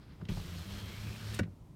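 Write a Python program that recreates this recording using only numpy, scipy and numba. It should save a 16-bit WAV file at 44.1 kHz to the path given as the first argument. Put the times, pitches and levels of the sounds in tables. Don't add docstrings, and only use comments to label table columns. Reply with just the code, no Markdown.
import sys
import numpy as np
from scipy import signal
from scipy.fft import rfft, irfft
from scipy.io import wavfile
from scipy.ndimage import uniform_filter1d
from numba import njit

SR = 44100
rng = np.random.default_rng(int(sys.argv[2]) if len(sys.argv) > 2 else 0)


def invert_db(level):
    return 10 ** (np.asarray(level, dtype=float) / 20)


def unload_audio(sound):
    columns = np.transpose(np.atleast_2d(sound))
    steps = np.round(np.clip(columns, -1, 1) * 32767)
    wavfile.write(sys.argv[1], SR, steps.astype(np.int16))


N = 77175
T = np.arange(N) / SR

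START_S, STOP_S, RISE_S = 0.287, 1.392, 0.006
SPIN_UP_S = 0.028
RUMBLE_DB = -49.5
# f/Hz, level/dB per Hz
RUMBLE = [(50, -5), (70, 15), (110, -4), (170, 7.5), (230, -4.5), (400, -10.5), (700, -23), (16000, -100)]


def noise():
    return rng.standard_normal(N)


def unit(x):
    return x / np.sqrt(np.mean(x ** 2))


@njit
def svf(x, hz, width):
    y, band_state, low_state = np.empty(len(x)), 0., 0.
    for i in range(len(x)):
        g, k = np.tan(np.pi * hz[i] / SR), width / hz[i]
        v = (band_state + g * (x[i] - low_state)) / (1 + g * (g + k))
        band_state = 2 * v - band_state
        low_state = low_state + 2 * g * v
        y[i] = k * v
    return y


def band(x, hz, width):
    return svf(x, np.full(N, 1. * hz), 1. * width)


def walk(rate):
    hold = int(SR / rate)
    steps = np.repeat(rng.standard_normal(N // hold + 1), hold)
    return 0.95 * uniform_filter1d(uniform_filter1d(steps, hold), hold)[:N]


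def colour(x, table):
    hz, db = np.array(table).T
    f = np.maximum(np.arange(N // 2 + 1) * SR / N, 1)
    gain_db = np.interp(np.log(f), np.log(hz), db) - 30 * np.maximum(np.log2(hz[0] / f), 0)
    return unit(irfft(rfft(x) * invert_db(gain_db), N))


def fade(start, t60):
    rise_s = 0.0007
    u = np.maximum(T - start, 0)
    return (1 - np.exp(-u / rise_s)) * invert_db(-60 * u / t60)


def ring(modes, start, push):
    u = np.maximum(T - start, 0)
    swing = 0
    for k, (hz, db, t60) in enumerate(modes):
        swing = swing + (-1) ** k * invert_db(db - 60 * u / t60) * np.sin(2 * np.pi * hz * u)
    return (1 - np.exp(-u / push)) * swing


def cabin():
    air_db, early_hiss_db = -53, -69
    # f/Hz, level/dB per Hz
    air_shape = [(15, -68), (25, -14), (48, -5.5), (107, -3.5), (380, -19), (447, -25), (975, -30),
                 (1580, -41), (15600, -52.5)]
    # f/Hz, level/dB per Hz
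    early_hiss_shape = [(600, -13), (1200, 1), (3000, -6), (5000, -7.5), (8000, -40)]
    air = invert_db(air_db + 0.5 * walk(7.91)) * colour(noise(), air_shape)
    early_hiss = invert_db(early_hiss_db + 2 * walk(45)) * colour(noise(), early_hiss_shape + [(16000, -47)])
    return air + early_hiss * (T < START_S + 0.02)


def strain():
    start_s, below_running_db = 0.198, -3
    gate = np.clip((T - start_s) / RISE_S, 0, 1) * (T < START_S + SPIN_UP_S)
    return invert_db(RUMBLE_DB + below_running_db) * gate * colour(noise(), RUMBLE)


def crack(hz):
    width = 0.85 * hz
    grit = noise() * invert_db(2 * walk(500))
    return unit(band(band(grit, hz, width), hz, 1.28 * width))


def knocks():
    lag_s, push_s = 0.003, 0.003
    # t/s, crack level/dB, crack centre f/Hz, crack t60/s, thump level/dB
    hits = [(0.201, -61, 930, 0.045, -46), (0.211, -49, 1040, 0.04, -49), (0.22, -62, 700, 0.033, -35),
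            (0.2522, -50.5, 2870, 0.029, -46), (0.2861, -44.5, 2630, 0.091, -29),
            (.296, -43, 905, 0.04, -31), (0.313, -49, 3400, .08, -28.5), (.371, -41, 660, 0.032, -36.5),
            (.397, -41, 710, 0.015, -46.5), (1.432, -46.5, 1900, 0.054, -38),
            (1.4319, -60, 5500, 0.01, -50), (1.455, -62, 600, .04, -38.5), (1.475, -55.5, 600, 0.025, -42)]
    # f/Hz, level/dB, t60/s
    wall = [(95, -8, 0.3), (169.5, 7, 0.058), (220, -10, 0.044), (355, -2.5, 0.0325), (600, -13, 0.0256)]
    out = 0
    for s, db, hz, t60, thump_db in hits:
        out = out + invert_db(db) * fade(s, t60) * crack(hz)
        out = out + invert_db(thump_db) * ring(wall, s + lag_s, push_s)
    return out


def running():
    fall_s = 0.024
    return np.clip((T - START_S) / RISE_S, 0, 1) * invert_db(-20 * np.maximum(T - STOP_S, 0) / fall_s)


def motor():
    near_octave_db, wobble_db, phase_wander = -18, 0.35, 0.18
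    fizz_db = -64.5
    # t/s, f/Hz, hum level/dB, octave level/dB, level/dB of the low tone at 0.37 f
    gears = [(0.336, 93, -48, -45.5, -42), (0.391, 102.3, -42, -50.5, -44.5), (.44, 95, -64, -66, -58),
             (0.491, 87.26, -46, -58, -53), (0.529, 87.6, -44.5, -46, -71), (.6, 86.8, -46.5, -57, -57),
             (.645, 91.8, -52, -80, -94), (0.678, 96.8, -47.5, -45.5, -61), (.77, 101.3, -49, -52, -54),
             (.85, 101.7, -46.5, -57, -77), (.94, 97.9, -54, -58, -68), (0.999, 104.4, -44.5, -58.5, -49),
             (1.07, 107.6, -41.5, -59.5, -61), (1.2, 108.2, -49, -55.5, -74),
             (1.29, 104.3, -40, -58.5, -74), (1.38, 107.7, -46, -48.5, -67)]
    # f/Hz, level/dB per Hz
    brush_shape = [(7000, -6), (8500, -1), (10500, -5), (12500, 0), (14000, -2), (15800, -6)]
    s, hz, db, octave_db, low_tone_db = np.array(gears).T
    phase = 2 * np.pi * np.cumsum(np.interp(T, s, hz)) / SR
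    hum_db, octave_db, low_tone_db = (np.interp(T, s, v) for v in (db, octave_db, low_tone_db))
    orders = ((1, hum_db), (2, octave_db), (0.37, low_tone_db), (1.9, hum_db + near_octave_db))
    hum = 0
    for k, level_db in orders:
        uneven = max(k, 1)
        level = invert_db(level_db + wobble_db * uneven * walk(29.74))
        hum = hum + level * np.sin(k * (phase + phase_wander * uneven * walk(18)))
    rumble = invert_db(RUMBLE_DB + 2 * walk(20)) * colour(noise(), RUMBLE)
    fizz = invert_db(fizz_db + 0.47 * walk(35) + 2.4 * walk(500)) * colour(noise(), brush_shape)
    return np.clip((T - START_S) / SPIN_UP_S, 0, 1) * (np.sqrt(2) * hum + rumble) + fizz


def felt_grit():
    return noise() * invert_db(2 * walk(600))


def slide():
    pane_db, flicker_db, climb_width_hz = -2, 0.5, 250
    # t/s, level/dB
    speed = [(.335, -56), (.45, -55.5), (.55, -55.5), (.66, -55.5), (.72, -53), (.85, -55), (.93, -53.5),
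             (1.0, -55), (1.1, -55), (1.23, -54.5), (1.3, -52.5), (1.38, -52.5)]
    # f/Hz, level/dB per Hz
    track_shape = [(190, -24), (330, 2.5), (706, -0.5), (775, -5), (874, -1), (2080, -2.5), (3230, -1),
                   (8000, -18), (10400, -43), (17600, -120)]
    # f/Hz, width/Hz, level/dB
    pane_modes = [(1530, 710, -2.5), (3070, 1200, -2), (4130, 900, -0.5), (5200, 460, -11)]
    # start t/s, end t/s, from f/Hz, to f/Hz, level/dB
    climbs = [
        (0.47, 0.632, 1190, 1400, -67.5),
        (0.662, 1.0, 3260, 3140, -61),
        (.72, 0.856, 4120, 4350, -64),
        (0.84, 1.222, 2049, 2617, -59.5),
        (1.173, 1.363, 1441, 1720, -59.5),
        (1.3, 1.396, 2700, 3060, -62),
    ]
    rub = felt_grit()
    pane = 0
    for hz, width, db in pane_modes:
        pane = pane + invert_db(db + 2 * walk(30)) * unit(band(rub, hz, width))
    hiss = colour(felt_grit(), track_shape + [(16000, -45)]) * invert_db(flicker_db * walk(44.9))
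    hiss = hiss + invert_db(pane_db) * unit(pane)
    s, db = np.array(speed).T
    out = hiss * invert_db(np.interp(T, s, db))
    for begin, end, from_hz, to_hz, db in climbs:
        u = np.clip((T - begin) / (end - begin), 0, 1)
        hz = from_hz + (to_hz - from_hz) * u
        tone = svf(svf(felt_grit(), hz, 1. * climb_width_hz), hz, 2. * climb_width_hz)
        swell = np.sqrt(np.sin(np.pi * u) + 1e-12)
        out = out + invert_db(db + 3.2 * walk(40.2)) * swell * unit(tone)
    return out


def seal():
    # centre t/s, spread/s, f/Hz, level/dB
    swishes = [
        (1.348, 0.0059, 8800, -50.5),
        (1.347, 0.0064, 3300, -51.5),
        (1.366, 0.0092, 2270, -61),
        (1.384, 0.0087, 2100, -66),
    ]
    out = 0
    for s, spread, hz, db in swishes:
        swell = np.exp(-((T - s) / spread) ** 2 / 2)
        out = out + invert_db(db + 2.5 * walk(460)) * swell * unit(band(noise(), hz, 0.5 * hz))
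    return out


def stop():
    frame_db, snap_db, snap_t60_s = -35, -31.5, 0.028
    thud_s, thud_push_s, thud_db = 1.4065, 0.0048, -19
    # t/s, ring level/dB, snap level/dB
    bounces = [
        (1.3902, -7, 3.5),
        (1.3943, 8, -1.5),
        (1.398, 3, -30),
        (1.404, -11.5, -17),
    ]
    # f/Hz, level/dB, t60/s
    frame = [(278.7, 8, 0.033), (492, -8.5, 0.096), (551.6, -3, 0.13), (605, -23, 0.084), (712, -15, 0.058),
             (942, -17, 0.026), (1234, -13, 0.019), (1462, -8, 0.025), (1632, -4, 0.03), (1910, -18.5, 0.1),
             (2250, -9, 0.029), (2730, -4, 0.019)]
    # f/Hz, level/dB per Hz
    snap_shape = [(600, 1.5), (1500, 17), (2700, 3.5), (5000, 2.5), (9000, -6.5), (15800, -20)]
    # f/Hz, level/dB, t60/s
    thud_modes = [(98.8, -1, 0.14), (191.6, -4, 0.076), (225, -2, 0.065), (303, -17, 0.071),
                  (151.4, -25.5, 0.36)]
    edge = 0
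    for k, (s, ring_db, bounce_snap_db) in enumerate(bounces):
        edge = edge + (-1) ** k * invert_db(frame_db + ring_db) * ring(frame, s, 0.00035)
        edge = edge + invert_db(snap_db + bounce_snap_db) * fade(s, snap_t60_s) * colour(noise(), snap_shape)
    first_push = invert_db(-19) * ring(thud_modes, STOP_S, thud_push_s)
    return edge - invert_db(thud_db) * (ring(thud_modes, thud_s, thud_push_s) + first_push)


def room(x):
    t60_s, tail_db, hz = 0.17, -21, 2200
    tail = band(noise(), hz, 2 * hz) * fade(0.0014, t60_s)
    return x + invert_db(tail_db) * signal.fftconvolve(x, tail / np.sqrt(np.sum(tail ** 2)))[:N]


def scene():
    travel = running() * (motor() + slide())
    contacts = room(knocks() + seal() + stop())
    return (cabin() + strain() + travel + contacts)[None]


def top_cut(x):
    return signal.sosfilt(signal.butter(12, 15790, fs=SR, output="sos"), x)


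def record(dry):
    ceiling = 0.12
    return top_cut(ceiling * np.tanh(dry / ceiling))


dry = scene()
out = record(dry)
unload_audio(out)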